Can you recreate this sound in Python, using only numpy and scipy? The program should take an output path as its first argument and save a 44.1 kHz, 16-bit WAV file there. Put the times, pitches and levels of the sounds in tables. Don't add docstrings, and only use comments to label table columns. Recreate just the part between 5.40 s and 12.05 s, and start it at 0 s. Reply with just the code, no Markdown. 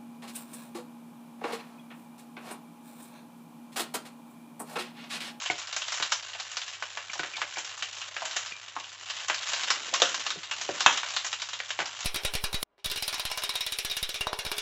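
import sys
import numpy as np
from scipy import signal
from scipy.fft import rfft, irfft
from scipy.io import wavfile
from scipy.ndimage import uniform_filter1d

SR = 44100
rng = np.random.default_rng(int(sys.argv[2]) if len(sys.argv) > 2 else 0)


def dump(signal):
    limited = np.clip(np.atleast_2d(signal).T, -1, 1)
    pcm = np.round(limited * 32767).astype(np.int16)
    wavfile.write(sys.argv[1], SR, pcm)


N = 293115
TIME = np.arange(N) / SR
CUTOFF_HZ = 7850

# [t/s, sizzle level/dB]
FRYING_LEVEL = [(0, -37.5), (.28, -45), (.55, -40.5), (.88, -45), (1.35, -46.5), (1.75, -44.5),
                (2.33, -44.5), (2.7, -44.5), (3.0, -40.5), (3.17, -47), (3.33, -50), (3.62, -46),
                (4.17, -34.5), (4.48, -41), (4.8, -42), (5.02, -46.5), (5.15, -42), (5.55, -36.5),
                (6.05, -49), (6.65, -42)]
# [t/s, level/dB, hollow note f/Hz, thud re level/dB, cup wall drive/dB]
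CUP_KNOCKS = [(0.1001, -35, 740, -14.5, -28.5), (0.5999, -40.5, 1070, -19, -37),
              (1.4242, -38, 1020, -41, -38), (1.5724, -38.5, 1020, -47, -39),
              (1.7945, -38, 916, -14.5, -29), (1.8332, -39.5, 1440, -20, -40), (1.845, -47, 950, -27, -49),
              (2.0167, -33, 1130, -32, -34), (2.1712, -38, 830, -22.5, -41),
              (2.7654, -37.5, 1590, -52, -49), (3.899, -29.5, 1030, -33, -51),
              (4.9585, -49.5, 427, -16.5, -46), (4.971, -50.5, 139, -20, -59), (5.2906, -31, 610, -15, -43),
              (5.6325, -38, 1020, -38, -34), (6.202, -38.5, 2000, -40, -46), (6.3904, -33.5, 940, -25, -37),
              (6.4025, -34, 1090, -24, -42), (6.42, -40.5, 810, -19, -46)]
# [f/Hz, level per Hz/dB]
PLASTIC_COLOUR = [(300, -29), (560, -1), (1100, -9), (1550, 2.5), (3100, -2), (4000, -8.5), (7600, -15)]
# [t/s, thud level/dB, hollow level/dB, hollow note f/Hz, clack level/dB, centre of quiet band f/Hz]
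POT_BLOWS = [(4.6194, -53, -26, 554, -17, 2140), (5.4621, -49.5, -14.5, 994, -14, 4600)]


def from_db(db):
    return 10 ** (np.asarray(db) / 20)


def rms_one(x):
    return x / np.sqrt(np.mean(x ** 2) + 1e-20)


def attack_one(x):
    return x / np.sqrt(np.mean(x[:int(.012 * SR)] ** 2))


def add(track, s, sound):
    at = max(int(s * SR), 0)
    track[at:at + len(sound)] += sound[:max(N - at, 0)]


def coloured(x, spectrum, resonances=()):
    size = 8192
    hz = np.maximum(np.fft.rfftfreq(size, 1 / SR), 1)
    points = np.array(spectrum)
    db = np.interp(np.log(hz), np.log(points[:, 0]), points[:, 1])
    for centre, width, lift in resonances:
        db = db + lift / (1 + (2 * (hz - centre) / width) ** 2)
    gain = from_db(db) / np.sqrt(np.mean(from_db(db) ** 2 * (hz < CUTOFF_HZ)))
    cepstrum = irfft(np.log(gain))[:size // 2]
    cepstrum[1:] *= 2
    impulse = irfft(np.exp(rfft(cepstrum, size)))[:size // 2]
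    return signal.oaconvolve(x, impulse)[:N]


def burst(fade_s, tail_db, tail_s, spiky):
    t = TIME[:SR // 8]
    noise = rng.standard_normal(len(t))
    scatter = np.sign(noise) * np.abs(noise) ** max(spiky, 1)
    fade = np.exp(-t / fade_s) + from_db(tail_db) * np.exp(-t / tail_s)
    return attack_one(scatter * fade)


def bursts(times, levels_db, fade_s, tail_db, tail_s, spiky):
    out = np.zeros(N)
    for s, db in zip(times, levels_db):
        add(out, s, from_db(db) * burst(fade_s, tail_db, tail_s, spiky))
    return out


def ring(hz, t60_s):
    t = TIME[:int(2 * t60_s * SR)]
    swell = np.minimum(hz * t, 1)
    return swell * np.sin(2 * np.pi * hz * t) * from_db(-60 * t / t60_s)


def crackle(per_s, spread_db, scatter_s):
    sizes = from_db(spread_db * np.minimum(rng.exponential(1, N), 3))
    clicks = sizes * (rng.random(N) < per_s / SR)
    power = signal.lfilter([1], [1, -np.exp(-2 / (scatter_s * SR))], clicks ** 2 + 1e-18)
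    scattered = rms_one(np.sqrt(power) * rng.standard_normal(N))
    dry_ticks = rms_one(clicks * rng.choice([-1, 1], N))
    return rms_one(scattered + from_db(-9.0) * dry_ticks)


def pan_halves(low, high, split_hz=2100):
    # [f/Hz, level per Hz/dB]
    frying_colour = [(150, -32), (400, -19), (560, -8.5), (1000, -1.5), (2200, -0.5), (3300, 0.5),
                     (4450, -3.5), (6000, -3), (7500, -4.5)]
    # [f/Hz, width/Hz, lift/dB]
    pan_modes = [(610, 50, 3), (770, 60, 2), (1110, 100, 2.5), (1335, 50, 2), (1520, 90, 3.5),
                 (1770, 70, 2.5), (2800, 80, 6), (3070, 90, 3), (3730, 70, 4.5), (6900, 200, 2)]
    below = signal.butter(3, split_hz, "low", fs=SR, output="sos")
    above = signal.butter(3, split_hz, "high", fs=SR, output="sos")
    both = signal.sosfilt(below, low) + signal.sosfilt(above, high)
    return coloured(both, frying_colour, pan_modes)


def sizzle_level(spits):
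    trim_db, flurry_db, flurry_s = 1.26, -27, 0.04
    power = from_db(trim_db + np.interp(TIME, *np.transpose(FRYING_LEVEL))) ** 2
    for s, db in spits:
        flurry = from_db(db + flurry_db) * np.exp(-TIME[:SR] / flurry_s)
        add(power, s, flurry ** 2)
    return np.sqrt(power)


def sizzling(level):
    scatter_s = .0033
    broad = from_db(-3) * crackle(per_s=150, spread_db=2.0, scatter_s=scatter_s)
    deep = from_db(-7.0) * crackle(per_s=120, spread_db=1.5, scatter_s=scatter_s)
    bright = from_db(-4.5) * crackle(per_s=170, spread_db=-1.5, scatter_s=scatter_s)
    hiss = from_db(-10) * rng.standard_normal(N)
    return pan_halves(level * (broad + hiss + deep), level * (broad + hiss + bright))


def humming():
    hum_db = -70.5
    return from_db(hum_db) * np.sqrt(2) * np.sin(2 * np.pi * 100 * TIME)


def room_air():
    # [f/Hz, level per Hz/dB]
    air_colour = [(25, -26), (110, 3), (200, -10.5), (400, -1.5), (1500, -27)]
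    return from_db(-71.5) * coloured(rng.standard_normal(N), air_colour)


def all_spits():
    # [t/s, nominal level before the body and crack mix/dB]
    loud_spits = [(0.0595, -21), (0.1996, -28.5), (0.3271, -23), (0.3642, -16.5), (0.419, -21.5),
                  (0.482, -21), (0.5218, -18), (.543, -22.5), (.573, -23), (0.625, -14.5), (0.7205, -11.5),
                  (0.933, -27.5), (0.9994, -21.5), (1.1155, -26.5), (1.1693, -18), (1.2158, -24),
                  (1.2794, -25.5), (1.334, -27.5), (1.733, -22.5), (1.967, -23.5), (2.184, -21.5),
                  (2.25, -30), (2.424, -18.5), (2.616, -24.5), (2.8539, -20.5), (2.9113, -25.5),
                  (2.9646, -15), (3.06, -26), (3.282, -30.5), (3.399, -29.5), (3.44, -30.5), (3.668, -32.5),
                  (3.6988, -21.5), (3.7073, -24.5), (3.767, -24.5), (3.8835, -18), (3.944, -19.5),
                  (4.0882, -20), (4.134, -15.5), (4.2736, -23), (4.3036, -9.5), (4.5391, -12), (4.6, -18.5),
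                  (4.6901, -21.5), (4.7439, -17.5), (4.807, -24.5), (4.865, -17), (4.9041, -17.5),
                  (5.032, -26.5), (5.112, -18), (5.2128, -19), (5.406, -14), (5.527, -20), (5.5741, -17.5),
                  (5.686, -25.5), (5.7647, -14.5), (5.8457, -19.5), (5.865, -20.5), (5.928, -17.5),
                  (5.9982, -26.5), (6.0186, -19.5), (6.088, -24.5), (6.1324, -20), (6.19, -28),
                  (6.3042, -19), (6.4567, -23), (6.6063, -24)]
    small_per_s, small_db, small_spread_db = 7, 9, 5
    splutter_db, longest_lead_s = -13.5, .03
    count = int(small_per_s * N / SR)
    s = rng.uniform(0, N / SR, count)
    frying_db = np.interp(s, *np.transpose(FRYING_LEVEL))
    db = frying_db + small_db + rng.normal(0, small_spread_db, count)
    forerunners = [(at - longest_lead_s * rng.random() ** 2, spit_db + splutter_db)
                   for at, spit_db in loud_spits]
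    return np.vstack([loud_spits, forerunners, np.column_stack([s, db])])


def spit_tone(sound, lift_db=3):
    hz = rng.uniform(2400, 7200)
    peak = signal.lfilter(*signal.iirpeak(hz, 4, fs=SR), sound)
    toned = sound + from_db(lift_db) * peak
    return toned * np.linalg.norm(sound) / np.linalg.norm(toned)


def spitting(spits):
    big_spit_db, deepening = -9, 0.28
    body_mix_db, crack_mix_db = -10.5, -13
    hood_echo_s, hood_echo_db = .0047, -3.5
    s, spit_db = np.transpose(spits)
    body_db = spit_db + deepening * (spit_db - big_spit_db)
    body = np.zeros(N)
    for lag_s, db in [(0, 0), (hood_echo_s, hood_echo_db)]:
        body += bursts(s + lag_s, body_db + db, fade_s=0.005, tail_db=-11, tail_s=0.028, spiky=1.3)
    crack = np.zeros(N)
    for at, db in zip(s, spit_db):
        snap = burst(fade_s=0.006, tail_db=-1.5, tail_s=0.032, spiky=1.55)
        add(crack, at, from_db(db) * spit_tone(snap))
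    return pan_halves(from_db(body_mix_db) * body, from_db(crack_mix_db) * crack)


def evened(snap, width_hz=350):
    spectrum = rfft(snap, SR)
    power = uniform_filter1d(np.abs(spectrum) ** 2, size=int(width_hz))
    return attack_one(irfft(spectrum / np.sqrt(power))[:len(snap)])


def blows(rows, colour, hollow_octaves, scatter_db, scatter_s, thud_s, rattle_db, rattle_s, dips=()):
    # [f/Hz, level per Hz/dB]
    thud_colour = [(35, -44), (90, -5.5), (150, -5), (205, -13), (275, 1), (500, -2), (900, -19)]
    hollow, clack = np.zeros(N), np.zeros(N)
    for s, _, hollow_db, hz, clack_db, *_ in rows:
        edges_hz = hz * 2 ** (hollow_octaves * np.array([-.5, .5]))
        band = signal.butter(2, edges_hz, "band", fs=SR, output="sos")
        note = attack_one(signal.sosfilt(band, signal.unit_impulse(SR // 8)))
        noise = burst(scatter_s, tail_db=-15.0, tail_s=0.054, spiky=1)
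        scatter = attack_one(signal.sosfilt(band, noise))
        add(hollow, s, from_db(hollow_db) * note)
        add(hollow, s + 0.00407, from_db(hollow_db + scatter_db) * scatter)
        add(clack, s, from_db(clack_db) * evened(burst(.003, rattle_db, rattle_s, spiky=1.5)))
    s, thud_db = np.transpose(rows)[:2]
    thud = bursts(s, thud_db, thud_s, tail_db=-8.5, tail_s=0.049, spiky=1)
    return hollow + from_db(9.5) * coloured(thud, thud_colour) + coloured(clack, colour, dips)


def knocking():
    clack_re_level_db = 4.5
    hard_hz, softening_db_per_octave = 920, 14
    rows = []
    for s, db, hz, thud_db, _ in CUP_KNOCKS:
        softening_db = softening_db_per_octave * min(np.log2(hz / hard_hz), 0)
        rows.append((s, db + thud_db, db, hz, db + clack_re_level_db + softening_db))
    return blows(rows, PLASTIC_COLOUR, hollow_octaves=.7, scatter_db=-5, scatter_s=.007,
                 thud_s=0.016, rattle_db=-3, rattle_s=0.022)


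def cup_ringing():
    # [f/Hz, t60/s, level re drive/dB]
    cup_modes = [(318, .22, 6), (395, .08, 12), (585, .3, 1), (716, .16, 9), (1485, .11, 0),
                 (2320, .12, -7)]
    base_below_hz = 1000
    favour_max_db, favour_hz = 11.5, 60
    out = np.zeros(N)
    for s, db, hollow_hz, thud_db, wall_db in CUP_KNOCKS:
        for k, (hz, t60_s, mode_db) in enumerate(cup_modes):
            favour_db = favour_max_db / (1 + ((hz - hollow_hz) / favour_hz) ** 2)
            drive_db = db + thud_db + favour_db if hz < base_below_hz else wall_db
            level_db = drive_db + mode_db + rng.normal(0, 1)
            add(out, s, (-1) ** k * from_db(level_db) * ring(hz, t60_s))
    return out


def single_note_ringing():
    # [t/s, level/dB, f/Hz, t60/s]
    single_notes = [(.1002, -14, 2170, .027), (2.824, -39, 645, .35), (3.121, -37, 2380, .17)]
    out = np.zeros(N)
    for s, db, hz, t60_s in single_notes:
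        add(out, s, from_db(db) * ring(hz, t60_s))
    return out


def squeaks(waver=0.055, sag=0.1):
    # [t/s, level before doubling and shaping/dB, mid-chirp f/Hz, length/s]
    slips = [(.949, -37.5, 2650, 0.011), (1.697, -34.5, 2390, 0.008), (1.935, -42, 2350, 0.042),
             (2.158, -41, 2340, 0.014), (3.12, -35, 2445, 0.0073)]
    out = np.zeros(N)
    for s, db, hz, length in slips:
        t = TIME[:int(length * SR)]
        smooth_noise = rms_one(uniform_filter1d(rng.standard_normal((2, SR // 10)), size=30))
        unsteady, catching = smooth_noise[:, :len(t)]
        pitch_hz = hz * (1 + waver * unsteady + sag * (.5 - t / length))
        phase = 2 * np.pi * np.cumsum(pitch_hz) / SR
        swell = np.sin(np.pi * np.sqrt(t / length))
        add(out, s, 2 * from_db(db) * swell * (1 + .5 * catching) * np.sin(phase))
    return out


def plopping():
    # [t/s, hollow level/dB, hollow note f/Hz]
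    food_drops = [(.9515, -48.5, 764), (1.7554, -43.5, 830), (1.982, -43, 910), (2.8207, -37.5, 824),
                  (3.365, -34, 990), (4.53, -40, 623)]
    thud_db, clack_db = -29, -7
    rows = [(s, db + thud_db, db, hz, db + clack_db) for s, db, hz in food_drops]
    return blows(rows, PLASTIC_COLOUR, hollow_octaves=0.61, scatter_db=-1, scatter_s=0.0051,
                 thud_s=0.032, rattle_db=-1.5, rattle_s=0.027)


def sloshing(low_hz=240, high_hz=540):
    # [t/s, level/dB]
    gurgle_level = [(4.2, -62), (4.85, -55.5), (5.1, -76.5), (5.38, -54), (5.6, -68)]
    band = signal.butter(2, [low_hz, high_hz], "band", fs=SR, output="sos")
    bubbles = crackle(per_s=84, spread_db=0.5, scatter_s=0.023)
    level_db = np.interp(TIME, *np.transpose(gurgle_level), left=-np.inf, right=-np.inf)
    return rms_one(signal.sosfilt(band, bubbles)) * from_db(level_db)


def clanking():
    # [f/Hz, level per Hz/dB]
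    steel_colour = [(200, -26), (330, -12), (750, -6.5), (1500, 4.5), (2400, 1.5), (3700, 5.5), (4600, -9),
                    (6000, -2), (7600, -8)]
    out = np.zeros(N)
    for row in POT_BLOWS:
        quiet_band = (row[-1], 650, -12)
        out += blows([row], steel_colour, hollow_octaves=0.65, scatter_db=-13, scatter_s=0.0066,
                     thud_s=0.039, rattle_db=-12.5, rattle_s=0.05, dips=[quiet_band])
    return out


def pot_ringing():
    # [f/Hz, wall blow level/dB, rim blow level/dB]
    pot_modes = [(530, -9, -24), (612, -15, -21), (712, -14, -24), (770, -22, -14), (1110, -18, -9),
                 (1335, -17, -14), (1518, -7, -13), (1770, -16, -20), (2590, -24, -6), (2803, -14, -14),
                 (3228, -15, -10), (3520, -12, -19), (3730, -11, -21), (5950, -15, -23), (7000, -27, -21)]
    trim_db, t60_s, split_hz = -1.5, .19, 18
    out = np.zeros(N)
    for spot, (s, _, _, _, clack_db, _) in enumerate(POT_BLOWS):
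        for hz, *spot_db in pot_modes:
            pair = ring(hz, t60_s) + .5 * ring(hz + rng.normal(0, split_hz), t60_s)
            level_db = clack_db + trim_db + spot_db[spot]
            add(out, s + rng.uniform(0, .002), from_db(level_db) * pair)
    return out


def kitchen(x):
    t60_s, tail_db = 0.2, -11
    t = TIME[:SR // 2]
    onset = 1 - np.exp(-(t / 0.0035) ** 2)
    tail = rng.standard_normal(len(t)) * from_db(-60 * t / t60_s) * onset
    return x + from_db(tail_db) * signal.oaconvolve(x, tail / np.linalg.norm(tail))[:N]


def scene():
    spits = all_spits()
    frying = sizzling(sizzle_level(spits)) + spitting(spits)
    ladling = knocking() + single_note_ringing() + squeaks() + plopping() + sloshing() + clanking()
    ringing = cup_ringing() + pot_ringing()
    return (kitchen(frying + ladling) + ringing + humming() + room_air())[None]


def record(dry):
    top_cut = signal.firwin(171, CUTOFF_HZ, window=("kaiser", 7), fs=SR)[None]
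    bass_cut = signal.butter(2, 62, "high", fs=SR, output="sos")
    heard = signal.oaconvolve(dry, top_cut, "same")
    rounded = heard / (1 + (heard / .84) ** 8) ** (1 / 8)
    return signal.oaconvolve(signal.sosfilt(bass_cut, rounded), top_cut, "same")


dry = scene()
out = record(dry)
dump(out)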